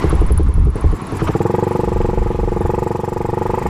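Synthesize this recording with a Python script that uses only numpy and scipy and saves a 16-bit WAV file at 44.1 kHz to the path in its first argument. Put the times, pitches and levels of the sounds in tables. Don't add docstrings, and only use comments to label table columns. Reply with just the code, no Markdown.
import sys
import numpy as np
from scipy import signal
from scipy.fft import irfft
from scipy.io import wavfile
from scipy.ndimage import uniform_filter1d

SR = 44100
rng = np.random.default_rng(int(sys.argv[2]) if len(sys.argv) > 2 else 0)


def makeup_ratio(level_db):
    decades = np.asarray(level_db, float) / 20
    return 10 ** decades


def generate_wav(signal):
    frames = np.transpose(np.atleast_2d(signal))
    scaled = np.clip(frames, -1, 1) * 32767
    pcm = np.round(scaled).astype(np.int16)
    wavfile.write(sys.argv[1], SR, pcm)


N = 162729
T = np.arange(N) / SR

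# t/s, puff level/dB, gas heat (0 cold to 1 hot), shell ring level/dB,
# valve hiss level/dB, intake level/dB
THROTTLE = [(0, 1, 0.27, -20, -41, -22), (.2, -6.5, 0.04, -51, -73, -30.5), (.4, -7.5, 0, -55, -75, -32.5),
            (.5, -15.5, 0, -60, -79, -37), (.8, -8.5, 0, -78, -70, -38), (.95, -11, 0, -38, -48, -32.5),
            (1.02, -19, 0, -51, -60, -33.5), (1.12, -8.5, 0.02, -31, -51, -34),
            (1.22, -3, 0.16, -30, -41, -20.5), (1.3, -1.5, 0.25, -21.5, -46, -19),
            (1.4, -1.5, 0.68, -18.5, -44.5, -38), (1.55, -2, 0.88, -18, -45.5, -43),
            (1.8, -3, 0.91, -19.5, -47, -56), (2.0, -3, 0.9, -20.5, -50.5, -52),
            (2.25, -5.5, 0.89, -21.5, -53, -49), (2.56, -4.5, 0.65, -22.5, -53, -61),
            (2.65, -4, 0.79, -19, -46, -39), (3.0, -6, 0.88, -20, -46, -69),
            (3.35, -5, 0.82, -19.5, -48.5, -38), (3.5, -6, 1, -17, -46.5, -56),
            (3.69, -7, 0.83, -17.5, -42.5, -49)]


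def curve(table, axis=1):
    return np.interp(T, *np.array(table)[:, [0, axis]].T)


def noise(spectrum, patchy_db, size=512, band_hz=(0, SR), patch_bins=6):
    hz = np.fft.rfftfreq(size, 1 / SR)
    f, db = np.transpose(spectrum)
    a, b, patch = rng.standard_normal((4 * N // size + 5, len(hz), 3)).T
    patch = uniform_filter1d(patch, size=patch_bins, axis=0)
    patch = uniform_filter1d(patch, size=12, axis=1)
    spectrum_db = np.interp(np.log(hz + 1), np.log(f), db)[:, None]
    z = (a + 1j * b) * makeup_ratio(spectrum_db + patchy_db * patch / patch.std())
    x = signal.istft(z, nperseg=size, noverlap=3 * size // 4)[1][:N]
    power = (abs(z) ** 2).sum(1)
    in_band = (hz >= band_hz[0]) & (hz <= band_hz[1])
    return x / x.std() * np.sqrt(power.sum() / power[in_band].sum())


def gate(turns, at, half):
    return np.exp(-(((turns - at + .5) % 1 - .5) / half) ** 4)


def street():
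    # f/Hz, relative level/dB
    traffic_bands = [(40, -22), (70, -15), (110, 16), (200, 13), (260, 11), (350, 12), (540, -1),
                     (750, 1.5), (1050, 7), (1400, -4.5), (2160, -7.5), (3050, -14.5), (5300, -21),
                     (8000, -24.5), (8800, -31.5), (10400, -28.5), (11500, -34), (14000, -43), (15200, -54)]
    # t/s, level/dB in the 1.5-4 kHz band before the 2.5 dB lift below
    ducked_traffic = [(0.0, -38.5), (0.2, -44), (0.46, -50), (0.63, -51), (0.735, -53), (0.77, -44),
                      (0.84, -46.5), (0.95, -47.5), (1.1, -43.5), (1.24, -42), (1.45, -47), (1.76, -45.5),
                      (2.5, -48), (3.29, -49.5), (3.5, -46.5), (3.69, -45)]
    wash = noise(traffic_bands, patchy_db=1.5, size=1024, band_hz=(1500, 4000))
    return makeup_ratio(curve(ducked_traffic) + 2.5) * wash


def wind():
    # f/Hz, relative level/dB
    wind_bands = [(15, -24), (24, -3), (33, 2), (42, 1.5), (55, -9.5), (70, 0.5), (90, -7.5), (120, -18.5),
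                  (170, -23), (250, -30), (800, -86)]
    # t/s, level/dB before the 1.9 dB lift below
    gusts = [(0.0, -36), (0.04, -19), (0.07, -17.5), (0.09, -15.5), (0.16, -14), (0.18, -18), (0.21, -8.5),
             (0.27, -17), (0.33, -9.5), (0.36, -13.5), (0.44, -13), (0.49, -5), (0.52, -28), (0.56, -10),
             (0.68, -11), (0.71, -14.5), (0.73, -23), (0.76, -24), (0.8, -38), (0.85, -9), (0.88, -10.5),
             (0.93, -15), (0.97, -38), (1.05, -46), (1.09, -35), (1.29, -23), (1.32, -27), (1.53, -53),
             (1.76, -43), (1.89, -20.5), (1.93, -22.5), (1.99, -17), (2.16, -25), (2.19, -14.5),
             (2.33, -24.5), (2.44, -17.5), (2.47, -21.5), (2.6, -23), (2.62, -40), (2.65, -18), (2.72, -30),
             (2.78, -28), (2.9, -42), (2.97, -31), (3.0, -42), (3.32, -27.5), (3.36, -48), (3.38, -32),
             (3.47, -44), (3.49, -25), (3.58, -38), (3.69, -25.5)]
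    x = noise(wind_bands, patchy_db=3, size=2048, patch_bins=2)
    power = uniform_filter1d(uniform_filter1d(x ** 2, size=1500), size=1500)
    x = x / (power + .1) ** .4
    return makeup_ratio(curve(gusts) + 1.9) * x / x.std()


def scooter():
    # t/s, nominal peak level/dB, ring f/Hz
    ticks = [(0.0403, -30, 10130), (0.0946, -17, 9850), (0.152, -24, 9900), (0.2084, -22, 10000),
             (0.2636, -20.5, 9560), (0.319, -11, 10440), (0.375, -13, 10000), (0.4302, -27.5, 10100),
             (0.485, -27, 9600), (0.539, -25, 10100), (0.5945, -32, 9700), (0.6479, -28, 9900),
             (0.702, -30, 10500), (0.7562, -24.5, 9800), (0.8086, -25.5, 9940), (0.8609, -30, 10200),
             (0.9133, -28, 10100), (0.965, -33, 10200), (1.016, -26, 10000), (1.068, -26, 10100),
             (1.118, -24, 10100), (1.169, -21.5, 10300), (1.226, -28, 10400), (1.273, -30, 9800),
             (1.3668, -45, 9900), (1.4192, -40, 10300), (1.4646, -38, 10200), (1.7086, -31.5, 10300),
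             (1.7559, -32, 10300), (1.8033, -35, 10300), (1.8447, -36, 10300), (1.8906, -35, 10500),
             (2.2959, -37, 10700), (2.4199, -37.5, 10200), (2.4698, -44, 9850), (2.5157, -36, 9430),
             (2.5626, -33, 9500), (2.609, -26.5, 10300)]
    t60_s, rise_s, rebound_s, rebound_db = .019, .0018, .0075, -14
    pole_width_hz, overtone_ratio, overtone_db, snap_db = 1300, 1.42, -19, -13
    out, t = np.zeros(N), T[:2048]
    fall = makeup_ratio(-60 * t / t60_s) * np.sin(np.pi / 2 * np.minimum(t / rise_s, 1)) ** 2
    lag = int(rebound_s * SR)
    shape = fall + makeup_ratio(rebound_db) * np.r_[np.zeros(lag), fall[:-lag]]
    poles = np.poly([np.exp(-np.pi * pole_width_hz / SR)] * 3)
    draws = rng.standard_normal((len(ticks), 3, 2048))
    for (s, db, hz), (a, b, c) in zip(ticks, draws):
        fuzz = signal.lfilter([1], poles, a + 1j * b)
        fuzz = (0.14 + fuzz / fuzz.std()) * 0.66
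        tone = np.exp(2j * np.pi * hz * t)
        overtone = makeup_ratio(overtone_db) * np.exp(2j * np.pi * overtone_ratio * hz * t)
        ring = (fuzz * (tone + overtone)).real
        snap = makeup_ratio(snap_db) * uniform_filter1d(c, size=2) * fall ** 2
        out[round(s * SR):][:2048] += makeup_ratio(db) * (ring * shape + snap)
    return out


def intake(turns):
    # f/Hz, relative level/dB
    intake_bands = [(500, -1), (900, -1), (1100, 13.5), (1400, 2), (1700, -10), (3000, -13.5), (6000, -26),
                    (9000, -52), (15000, -80)]
    gulp = gate(turns, at=.82, half=.15) * noise(intake_bands, patchy_db=3, size=256)
    return makeup_ratio(curve(THROTTLE, axis=5)) * gulp


def burble(turns):
    # f/Hz, relative level/dB
    burble_bands = [(100, -20), (175, 6), (245, -11), (310, -1.5), (510, -2), (570, -46), (900, -57)]
    cold = np.clip(1 - curve(THROTTLE, axis=2), 0, 1) ** 2
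    flow = gate(turns, at=.2, half=.18) * noise(burble_bands, patchy_db=-1, size=1024)
    return cold * makeup_ratio(curve(THROTTLE) - 17) * flow


def rasp(turns):
    # f/Hz, relative level/dB
    rasp_bands = [(1200, -19), (1600, -12), (1880, 10), (2150, 16.5), (2580, 4.5), (2850, 5), (4500, -13),
                  (9000, -25)]
    burst = gate(turns, at=.25, half=.035) * noise(rasp_bands, patchy_db=5.0, size=256)
    return makeup_ratio(curve(THROTTLE, axis=3) - 22) * burst


def valve_hiss(turns):
    # f/Hz, relative level/dB
    hiss_bands = [(3000, -14), (4200, -28), (4750, -2), (5300, -4), (6300, -8), (7000, -1.5), (7500, 4),
                  (8200, -3), (8700, -9), (10300, -5), (11600, -11), (12800, -7), (14000, -4), (15200, -21)]
    jet = gate(turns, at=.38, half=.22) * noise(hiss_bands, patchy_db=2.5, size=256)
    return makeup_ratio(curve(THROTTLE, axis=4)) * jet


def delay(hz, ms, slow):
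    return np.exp(-2j * np.pi * hz * slow * ms / 1000)


def muffler_shell(hz, slow):
    # f/Hz and width/Hz at unit pace, relative level/dB, nominal start after the puff/ms
    shell_modes = [(202.4, 7.1, -9.5, 1.36), (490, 85, -14, 3.6), (871, 28, -18.5, 0.57),
                   (848.7, 54, 6, 4.9), (959, 38, 0, 5.19), (1202, 66, -1, 5.03), (1863, 83, -5.5, 12),
                   (2534, 50, -9, 8.5)]
    uneven_db, uneven_pitch, soft_hz = 1.1, .005, 2100
    s, w = 2j * np.pi * hz, 2 * np.pi
    luck = rng.standard_normal((len(shell_modes), 2, len(slow), 1))
    shell = 0
    for (f, width, db, ms), (strike, detune) in zip(shell_modes, luck):
        pace = slow * (1 + uneven_pitch * detune)
        mode = w * f * SR / ((s * pace + np.pi * width) ** 2 + (w * f) ** 2)
        shell = shell + delay(hz, ms, slow) * makeup_ratio(db + uneven_db * strike) * mode
    return shell * np.exp(-(hz / soft_hz) ** 2)


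def exhaust_pipe(hz, heat, slow):
    # nominal round trip/ms, share sent back cold, share sent back hot
    pipe_loops = [(2.26, 0.49, 0.68), (5.45, 0.34, 0.48), (8.38, 0.12, .3)]
    outlet_hz, outlet_width_hz, leak_hz, loss_hz = 94.3, 11, 26, 6000
    baffle_ms, lead_ms, lead = 6.217, 1.03, .23
    s, w = 2j * np.pi * hz, 2 * np.pi

    def mix(cold, hot):
        return cold + (hot - cold) * heat

    edge = mix(537, 692)
    puff = -np.exp(-(hz / edge) ** 2) * SR / (np.sqrt(np.pi) * edge)
    baffle = mix(0.77, 0.54) * delay(hz, baffle_ms, slow)
    kick = lead / delay(hz, lead_ms, slow)
    z = puff * (1 + baffle - kick)
    z *= s / (s + w * leak_hz)
    z *= s * s / (s * s + w * outlet_width_hz * s + (w * outlet_hz) ** 2)
    for ms, cold, hot in pipe_loops:
        z /= 1 - mix(cold, hot) * delay(hz, ms, slow) / (1 + (hz / loss_hz) ** 2)
    return z


def exhaust(turns):
    size, uneven_heat, uneven_db = 8192, .07, 1.1
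    at = np.flatnonzero(np.diff(np.floor(turns)))
    luck = rng.standard_normal((2, len(at), 1))
    heat = curve(THROTTLE, axis=2)[at, None] + uneven_heat * luck[0]
    slow = 1.11 + (0.98 - 1.11) * heat
    hz = np.fft.rfftfreq(size, 1 / SR)
    z = makeup_ratio(curve(THROTTLE)[at, None]) * exhaust_pipe(hz, heat, slow)
    z = z + makeup_ratio(curve(THROTTLE, axis=3)[at, None]) * muffler_shell(hz, slow)
    putts = irfft(z * makeup_ratio(uneven_db * luck[1]), size)
    before = size // 16
    putts = np.roll(putts, before, axis=1)
    out = np.zeros(N + 2 * size)
    for start, putt in zip(at, putts):
        out[start:start + size] += putt
    return out[before:][:N]


def scene():
    # t/s, firing rate/(firings per s)
    firing_rate = [(0, 11.716), (0.25, 11.168), (0.5, 10.806), (0.75, 11.627), (0.9, 11.685), (1.06, 9.655),
                   (1.17, 9.787), (1.3, 15.962), (1.5, 23.259), (1.65, 23.655), (1.78, 24.315),
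                   (1.9, 23.537), (2.2, 23.26), (2.38, 23.364), (2.56, 22.583), (2.75, 23.704),
                   (3.05, 23.259), (3.25, 23.964), (3.42, 24.107), (3.55, 24.969), (3.69, 25.287)]
    turns = np.cumsum(curve(firing_rate)) / SR - .497
    engine = exhaust(turns) + valve_hiss(turns) + rasp(turns) + burble(turns) + intake(turns)
    return (engine + scooter() + wind() + street())[None]


def band_limit(x):
    return signal.sosfilt(signal.butter(12, 15170, fs=SR, output="sos"), x)


def record(dry):
    soft = .9 * np.tanh(dry / .9)
    lowpass = signal.butter(8, 14600, fs=SR, output="sos")
    mix = signal.sosfilt(lowpass, soft)
    return band_limit(mix)


dry = scene()
out = record(dry)
generate_wav(out)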